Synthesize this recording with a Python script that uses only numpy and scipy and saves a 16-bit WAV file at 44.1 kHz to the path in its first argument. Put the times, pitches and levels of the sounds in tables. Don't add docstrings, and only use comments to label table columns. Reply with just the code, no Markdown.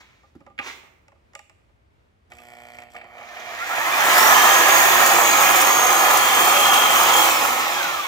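import sys
import numpy as np
from scipy import signal
from scipy.fft import rfft, irfft, next_fast_len
from scipy.io import wavfile
from scipy.ndimage import map_coordinates

SR = 44100
rng = np.random.default_rng(int(sys.argv[2]) if len(sys.argv) > 2 else 0)


def dump(signal):
    limited = np.clip(np.atleast_2d(signal).T, -1, 1)
    pcm = np.round(limited * 32767).astype(np.int16)
    wavfile.write(sys.argv[1], SR, pcm)


def volts_from_db(level):
    exponent = np.asarray(level, float) / 20
    return 10 ** exponent


N = 355975


def unit(x):
    return x / np.sqrt(np.mean(x ** 2) + 1e-20)


def along(points, hz):
    f, v = np.transpose(points)
    return np.interp(np.log(hz + 1), np.log(f + 1), v)


def curves(rows):
    s, *cols = np.transpose(rows)
    t = np.arange(N) / SR
    gate = np.clip(np.minimum(t - s[0], s[-1] + .01 - t) / .01, 0, 1)
    return [gate] + [np.interp(t, s, c) for c in cols]


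def wobble(rate):
    knots = rng.standard_normal(int(N * rate / SR) + 4)
    return map_coordinates(knots, [np.arange(N) * rate / SR])


def filtered(x, response):
    m = next_fast_len(N + SR // 2)
    return irfft(rfft(x, m) * response(np.fft.rfftfreq(m, 1 / SR)), m)[..., :N]


def coloured(x, spectrum):
    return unit(filtered(x, lambda hz: volts_from_db(along(spectrum, hz))))


def modes(peaks):
    def response(f):
        total = 0
        for k, (centre, width, db) in enumerate(peaks):
            damping = 1j * f * width
            total = total + (-1) ** k * volts_from_db(db) * damping / (centre * centre - f * f + damping)
        return total
    return response


def grit(spread_db, speed):
    return rng.standard_normal(N) * volts_from_db(spread_db * wobble(speed))


# [f/Hz, level/dB]
AIR_SPECTRUM = [(18, -45), (30, -18), (43, -5.5), (75, -3), (127, -13.5), (145, -21.5), (232, -20.5),
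                (258, -22.5), (344, -21), (459, -22.5), (1530, -30.5), (2210, -32), (4610, -43.5),
                (15800, -59)]
# [f/Hz, likeness -1..1]
AIR_LIKENESS = [(60, 0.55), (180, 1), (550, -0.38), (1650, -0.39), (4970, 0.31), (15000, 0.0)]


def background():
    def spread(hz):
        turn = np.arccos(np.clip(along(AIR_LIKENESS, hz), -1, 1)) / 2
        return volts_from_db(along(AIR_SPECTRUM, hz)) * [np.cos(turn), np.sin(turn)]

    noise = rng.standard_normal((2, N)) * volts_from_db(1.1 * wobble(9))
    mid, side = filtered(noise, spread)
    return volts_from_db(-58) * unit(np.array([mid + side, mid - side]))


# [f/Hz, t60/s]
SHOP_DECAY = [(100, 1), (1000, 0.95), (4000, 0.49), (14000, 0.69)]
# [f/Hz, level/dB]
ECHO_LEVEL = [(60, -12), (250, 4), (600, -0.5), (1500, -5.5), (3000, 8.5), (6000, 2.5), (14000, 8)]


def shop(x, early_db=-6.0, size=24576):
    hop = size // 2
    wet = filtered(x, lambda hz: volts_from_db(along(ECHO_LEVEL, hz)))
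    wet = np.pad(wet, (hop + 130, size))
    window = np.sin(np.pi * np.arange(size) / size)
    out = np.zeros((2, len(wet) + SR))
    for start in range(0, N + hop, hop):
        hz, t, z = signal.stft(rng.standard_normal((2, SR // 2)), SR, nperseg=256)
        late = volts_from_db(-60 * t / along(SHOP_DECAY, hz)[:, None] - 8.5)
        early = volts_from_db(early_db - 60 * t / 0.014)
        tail = signal.istft(z * (late + early), SR, nperseg=256)[1]
        piece = wet[start:start + size] * window
        echo = signal.fftconvolve(piece[None], tail / np.linalg.norm(tail[0]), axes=1)
        out[:, start:start + echo.shape[1]] += echo
    return out[:, hop:hop + N]


# [t/s, level/dB, hiss over it/dB]
SLIDES = [
    [(0.0, -41, -4), (0.038, -54.5, -12), (0.3, -69.5, -2)],
    [(0.605, -41.5, -12), (0.677, -33, -3.5), (0.95, -89, -17)],
]
# [f/Hz, level/dB]
RUB_SPECTRUM = [(88, -55), (150, -22), (297, -8), (406, -6), (540, -11.5), (851, -4.5), (1690, -2.5),
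                (2120, 2.5), (4500, -13), (5850, -40), (9900, -120)]
HISS_SPECTRUM = [(2060, -20), (3500, 0), (4500, -5), (6530, -5), (10100, -21), (10900, -24), (15400, -16),
                 (16300, -25)]


def scrape():
    rub = coloured(grit(spread_db=-2.0, speed=160), RUB_SPECTRUM)
    hiss = coloured(grit(spread_db=0.0, speed=170), HISS_SPECTRUM)
    total = 0
    for gate, db, hiss_db in map(curves, SLIDES):
        total = total + gate * volts_from_db(db - 2.0) * (rub + volts_from_db(hiss_db) * hiss)
    return total


# [t/s, peak level/dB, thud over it/dB]
HAND_BUMPS = [(.232, -53, -18), (.35, -61.5, 14.5), (.404, -49, -9), (.463, -41.5, -19), (.4995, -53, -8),
              (.828, -52, -15), (.866, -52.5, -40), (1.118, -52, -27), (1.154, -63, -15), (1.692, -64, -25),
              (2.943, -40, -22), (3.041, -40.5, -21), (3.209, -37, -39)]
# [t/s, peak level/dB, tick over it/dB]
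BLADE_JOLTS = [(.578, -40, -21), (.5875, -23.5, -26), (.596, -31, -24), (2.318, -40.5, -11),
               (2.384, -45, -10), (2.744, -45, -7), (2.785, -41, -8), (2.82, -43.5, -6), (2.963, -36, -16),
               (3.012, -42, -26), (3.18, -40, -25), (3.319, -67, -55), (3.368, -36, -22), (3.775, -26, -9)]
# [t/s, peak level/dB, housing over it/dB]
TOOTH_TAPS = [(1.081, -53.5, 9), (1.3335, -56, 11), (1.351, -34.5, -2.5), (1.391, -42.5, 0.5),
              (1.496, -51.5, 3)]
# [thud/dB, housing/dB, clack/dB, tick/dB, t60/s]; None = the row's own column
BUMP_MIX = (None, .1, -11, -19, 0.061)
JOLT_MIX = (-26, -8, .1, None, 0.054)
TAP_MIX = (-36, None, .1, -0.66, 0.037)
# [f/Hz, width/Hz, level/dB]
THUD_MODES = [(85, 18, -2), (249, 120, 6), (366, 115, 2)]
CASE_MODES = [(556, 24, 5), (647, 9.1, 3.5), (804, 39, 5), (1209, 24, 9), (1435, 69, -11.5)]
CLACK_MODES = [(1860, 510, 3.5), (2580, 520, 7.5), (3630, 1300, -13.5)]
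TICK_MODES = [(5300, 1200, -4), (6750, 700, 0), (7600, 700, 0), (9500, 1500, -12), (13000, 3000, -20)]


def knocks():
    force = np.zeros((4, N + SR))
    t = np.arange(SR // 5) / SR
    rise = 1 - np.exp(-t / np.array([[.003], [.003], [.0008], [.0003]]))
    faster = np.array([[.8], [1], [1.3], [2.2]])
    part_gain_db = np.array([27.5, 19.5, 14, 14])
    kinds = [(HAND_BUMPS, BUMP_MIX), (BLADE_JOLTS, JOLT_MIX), (TOOTH_TAPS, TAP_MIX)]
    for rows, (*mix_db, t60) in kinds:
        fall_db = -60 * t / np.clip(t60, .01, .2) * faster
        for s, db, own_db in rows:
            parts_db = np.array([own_db if part is None else part for part in mix_db])
            level_db = db + parts_db + part_gain_db
            rattle = rng.standard_normal(len(t)) * volts_from_db(level_db[:, None] + fall_db) * rise
            start = round(s * SR)
            force[:, start:start + len(t)] += rattle
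    bodies = [THUD_MODES, CASE_MODES, CLACK_MODES, TICK_MODES]
    return sum(filtered(f[:N], modes(body)) for f, body in zip(force, bodies))


# [t/s, buzz level/dB]
SQUEEZES = [
    [(2.3, -64), (2.32, -46), (2.345, -54.5), (2.5, -47.5), (2.65, -45.5), (2.76, -47), (2.81, -45),
     (2.85, -49), (2.91, -55)],
    [(2.92, -55), (2.96, -39), (3.01, -46), (3.08, -50.5), (3.2, -42.5), (3.3, -45), (3.45, -37),
     (3.7, -48), (3.8, -26)],
]
# [f/Hz, width/Hz, level/dB]
COIL_MODES = [(228, 21, -19), (479, 3.2, -6), (690, 55, 0.5), (1416, 31, -10), (1820, 180, -10.5),
              (2340, 135, -4.5), (3110, 120, -12.5), (4630, 460, -27)]
# [mains order, level/dB]
CORE_HUM = [(2, -10), (4, 5), (6, 1.5), (8, 8)]
CORE_HUM_DB = (-56.5, -57.5)
# [from t/s, to t/s, level/dB]
ARCING = [
    (2.299, 2.834, -55.5),
    (2.898, 2.98, -54.5),
    (3.15, 3.8, -67),
]
# [f/Hz, level/dB]
SIZZLE_SPECTRUM = [(2000, -11), (3400, 1.5), (3720, -14), (4970, -8), (6760, -13), (7840, -2), (9150, -12),
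                   (11100, -28), (11900, -18), (12700, -5), (15100, -27), (15800, -34)]
MAINS_HZ = 60
CREEP_S, CREEP_ROUGHENS_PER_S = 2.95, 3
HUM_FOLLOWS = .2


def stall():
    half = np.arange(N) * 2 * MAINS_HZ / SR + .62
    count = np.floor(half)
    kicks = np.diff(count, prepend=0) * np.where(count % 2, 1, .5) * volts_from_db(1.8 * wobble(90))
    rough = .45 + CREEP_ROUGHENS_PER_S * np.clip(np.arange(N) / SR - CREEP_S, 0, .5)
    drive = (unit(kicks) + rough * rng.standard_normal(N)) / np.hypot(1, rough)
    buzz = unit(filtered(drive, modes(COIL_MODES)))
    hum = unit(sum(volts_from_db(db) * np.sin(np.pi * order * half + order ** 2) for order, db in CORE_HUM))
    spark = .15 + np.exp(-((half / 2 - .43) % 1) / .12)
    sizzle = coloured(spark * rng.standard_normal(N), SIZZLE_SPECTRUM)
    arcing = sum(volts_from_db(db) * curves([(start,), (end,)])[0] for start, end, db in ARCING)
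    core = 0
    for (gate, db), hum_db in zip(map(curves, SQUEEZES), CORE_HUM_DB):
        core = core + gate * (volts_from_db(db) * buzz + volts_from_db(hum_db + HUM_FOLLOWS * (db + 47)) * hum)
    return core + arcing * sizzle


# [t/s, peak level/dB]
SEAM_PASSES = [
    (4.4994, -95),
    (5.0619, -4),
    (5.6144, -4.5),
    (6.1723, -2.5),
    (6.7406, -6),
    (7.2994, -22),
]


def weld():
    shape = np.zeros(N + SR)
    t = np.arange(SR // 10) / SR
    for s, db in SEAM_PASSES:
        shape[round(s * SR):][:len(t)] += volts_from_db(db - 8.0 - 60 * t / 0.046)
    spit = coloured(rng.standard_normal(N), [(3000, -40), (5000, 4), (9000, 12.0), (16000, -3.0)])
    return shape[:N] * spit


# [t/s, gear mesh f/Hz]
MESH_SPEED = [(3.55, 590), (3.64, 715), (3.69, 612), (3.9, 1095), (4.0, 1400), (4.14, 2360), (4.2, 2703),
              (4.3, 3003), (4.42, 3150), (4.55, 3235), (4.7, 3292), (5.0, 3322), (5.3, 3308), (5.5, 3281),
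              (6.1, 3239), (6.6, 3206), (6.9, 3223), (7.15, 3270)]
# [level at full speed/dB, growth with speed, once tipped/dB, once unloaded teeth rattle/dB]
MESH_ORDERS = [(-40, .3, 9, -11), (-29, 1.3, -6, -2), (-38.5, .8, -1.5, 2), (-34.5, 1.5, -5, 2)]
# [shaft order, level at full speed/dB, growth with speed]
SHAFT_ORDERS = [(12, -38, 1.7), (24, -41, 1.2), (36.4, -37, 3)]
# [f/Hz, level/dB]
CASING = [(600, -7), (1300, 10), (2300, 11.5), (3400, 4), (4400, -8), (5700, 1), (7000, 0), (13000, -6)]
PINION, GEAR = 9, 65
RELEASE_S, DRAG_PER_S, RUB_HZ, FULL_HZ = 7.2, .89, 800, 3300
SHAFT_DB, SHAFT_GROWS = -49, 2.4
TIP_S, TIP_TAKES_S = 5.95, .35


def gears():
    t = np.arange(N) / SR
    coasting = np.maximum(t - RELEASE_S, 0)
    mesh_hz = (curves(MESH_SPEED)[1] + RUB_HZ) * np.exp(-DRAG_PER_S * coasting) - RUB_HZ
    speed = mesh_hz / FULL_HZ
    mesh = 2 * np.pi * np.cumsum(mesh_hz) / SR
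    shaft = mesh / PINION
    whine = volts_from_db(SHAFT_DB + 5.5 * wobble(35)) * speed ** SHAFT_GROWS * np.sin(shaft + 1.6 * wobble(25))

    tipped = np.clip((t - TIP_S) / TIP_TAKES_S, 0, 1)
    unloaded = np.minimum(coasting / .1, 1)
    runouts = [2.2, 1.4, .6, 1.3]
    for k, ((db, growth, tip_db, rattle_db), runout) in enumerate(zip(MESH_ORDERS, runouts), 1):
        swell = unit(1 + runout * np.sin(mesh / GEAR + k))
        level_db = db + tip_db * tipped + rattle_db * unloaded + along(CASING, k * mesh_hz)
        tone = np.sin(k * mesh + .4 * wobble(35))
        whine += volts_from_db(level_db + 2.8 * wobble(12)) * speed ** growth * swell * tone

    for order, db, growth in SHAFT_ORDERS:
        level_db = db + along(CASING, order * mesh_hz / PINION) + 3 * wobble(4.4)
        whine += volts_from_db(level_db) * speed ** growth * np.sin(order * shaft + .45 * wobble(40))
    turning = np.clip((t - MESH_SPEED[0][0]) / .03, 0, 1)
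    return turning * np.sqrt(2) * whine


# [t/s, housing roar level/dB]
CUT_ROAR = [(3.05, -55.5), (3.25, -46), (3.5, -40.5), (3.65, -32), (3.95, -23), (4.1, -16), (4.3, -15.5),
            (5.0, -15.5), (5.2, -17), (5.5, -15.5), (5.7, -18), (6.1, -17), (6.9, -17.5), (7.15, -17),
            (7.35, -19.5), (7.6, -22.5), (7.9, -28), (8.07, -31)]
# [f/Hz, width/Hz, level/dB]
HOUSING_MODES = [(803, 227, 0.5), (1271, 374, -1.5)]
# [f/Hz, level/dB]
ROAR_SPECTRUM = [(180, -62), (300, -10), (355, -3.5), (452, -6), (521, -4), (818, -5.5), (899, -7.5),
                 (1230, 0), (1500, 3.5), (1950, -55), (3300, -120)]
BAR_SPECTRUM = [(1300, -36), (1520, -4), (1720, 4), (1900, 1), (2200, -9.5), (2500, -28)]
RING_SPECTRUM = [(1240, -22), (2100, 5.5), (2420, 7), (2750, 2), (3270, 2), (3760, -1.5), (4600, -5.5),
                 (5780, -6), (6610, -4.5), (8000, -22), (10400, -43), (17600, -120)]
FIZZ_SPECTRUM = [(4120, -19), (7000, -0.5), (8680, -8), (9610, -6.5), (10400, -10), (11400, -11),
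                 (14400, -1.5), (15200, -1), (15800, -16.5)]
RUMBLE_SPECTRUM = [(32, -53), (55, -18), (151, -10.5), (226, -4.5), (269, -6), (355, -2), (448, -16),
                   (500, 0.5), (650, -5.5), (1100, -120)]
BAR_DB, BAR_FADES_DB_PER_S = 1, 2.5
RING_DB, RING_LAGS = -3, 0.17
FIZZ_DB, CHIPS_FROM_DB, FIZZ_GROWS = -4, -14.5, 0.29
BITE_S = 0.31


def cutting():
    gate, roar_db = curves(CUT_ROAR)
    since = np.maximum(np.arange(N) / SR - CUT_ROAR[0][0], 1e-3)
    bite_db = 20 * np.log10(np.minimum(since / BITE_S, 1))
    bar_db = BAR_DB - BAR_FADES_DB_PER_S * since + bite_db
    ring_db = RING_DB - RING_LAGS * (roar_db - roar_db.max()) + bite_db
    fizz_db = FIZZ_DB + FIZZ_GROWS * np.minimum(roar_db - CHIPS_FROM_DB, 0)
    load = wobble(11) + 1.3 * wobble(40)
    teeth = grit(spread_db=1.0, speed=300)
    shaken = unit(filtered(teeth, modes(HOUSING_MODES)))
    roar = volts_from_db(0.8 * load) * coloured(teeth + 0.84 * shaken, ROAR_SPECTRUM)
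    bar = volts_from_db(bar_db + 0.31 * load) * coloured(teeth, BAR_SPECTRUM)
    ring = volts_from_db(ring_db + 0.11 * load) * coloured(grit(spread_db=4.0, speed=500), RING_SPECTRUM)
    fizz = volts_from_db(fizz_db + 0.54 * load) * coloured(grit(spread_db=5.0, speed=700), FIZZ_SPECTRUM)
    rumble = volts_from_db(-18) * coloured(rng.standard_normal(N), RUMBLE_SPECTRUM)
    return gate * volts_from_db(roar_db - 4.5) * (roar + bar + ring + fizz + rumble)


# [f/Hz, left lead/rad]
PORT_LEAD = [(0, 0), (690, -.2), (1210, 1.2), (2300, 2), (3100, 4.7), (5000, 5.6), (6600, 7.6), (8000, 8),
             (9500, 11.4), (12500, 13.4), (16000, 14.4)]
# [f/Hz, left over right/dB]
PORT_TILT = [(60, -8), (110, 2), (200, -4), (380, -2.5), (700, -4.5), (1290, -2.5), (2380, -3.0),
             (4400, -1.5), (8120, 0), (15000, -1.5)]
# [t/s, left over right/dB]
SAW_SWING = [
    (0.0, 0),
    (0.47, -4.5),
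    (0.83, -3.5),
    (8.07, -2),
]


def scene():
    cut, whine, seam, slide, knock, buzz = cutting(), gears(), weld(), scrape(), knocks(), stall()
    half = np.array([[.5], [-.5]])
    saw = cut + whine + seam + slide + knock + buzz
    direct = filtered(saw, lambda hz: np.exp(1j * half * along(PORT_LEAD, hz)))
    echoes = shop(cut + volts_from_db(-5) * slide + volts_from_db(-5) * whine + volts_from_db(-12) * (seam + buzz + knock))

    def ports(hz):
        return volts_from_db(half * along(PORT_TILT, hz)) / np.hypot(1, volts_from_db(along(ECHO_LEVEL, hz)))

    both = filtered(direct + echoes, ports)
    return both * volts_from_db(half * (curves(SAW_SWING)[1] + 2.5) + 3.5) + background()


def low_pass(x):
    return signal.sosfilt(signal.butter(12, 17040, fs=SR, output="sos"), x)


def record(dry):
    x = dry / (1 + np.abs(dry / .96) ** 6) ** (1 / 6)

    def band(hz):
        bass_cut = hz ** 2 / (hz ** 2 + 50 ** 2)
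        return bass_cut * np.clip((15930 - hz) / 150, 0, 1) ** 2

    return low_pass(filtered(x, band))


dry = scene()
out = record(dry)
dump(out)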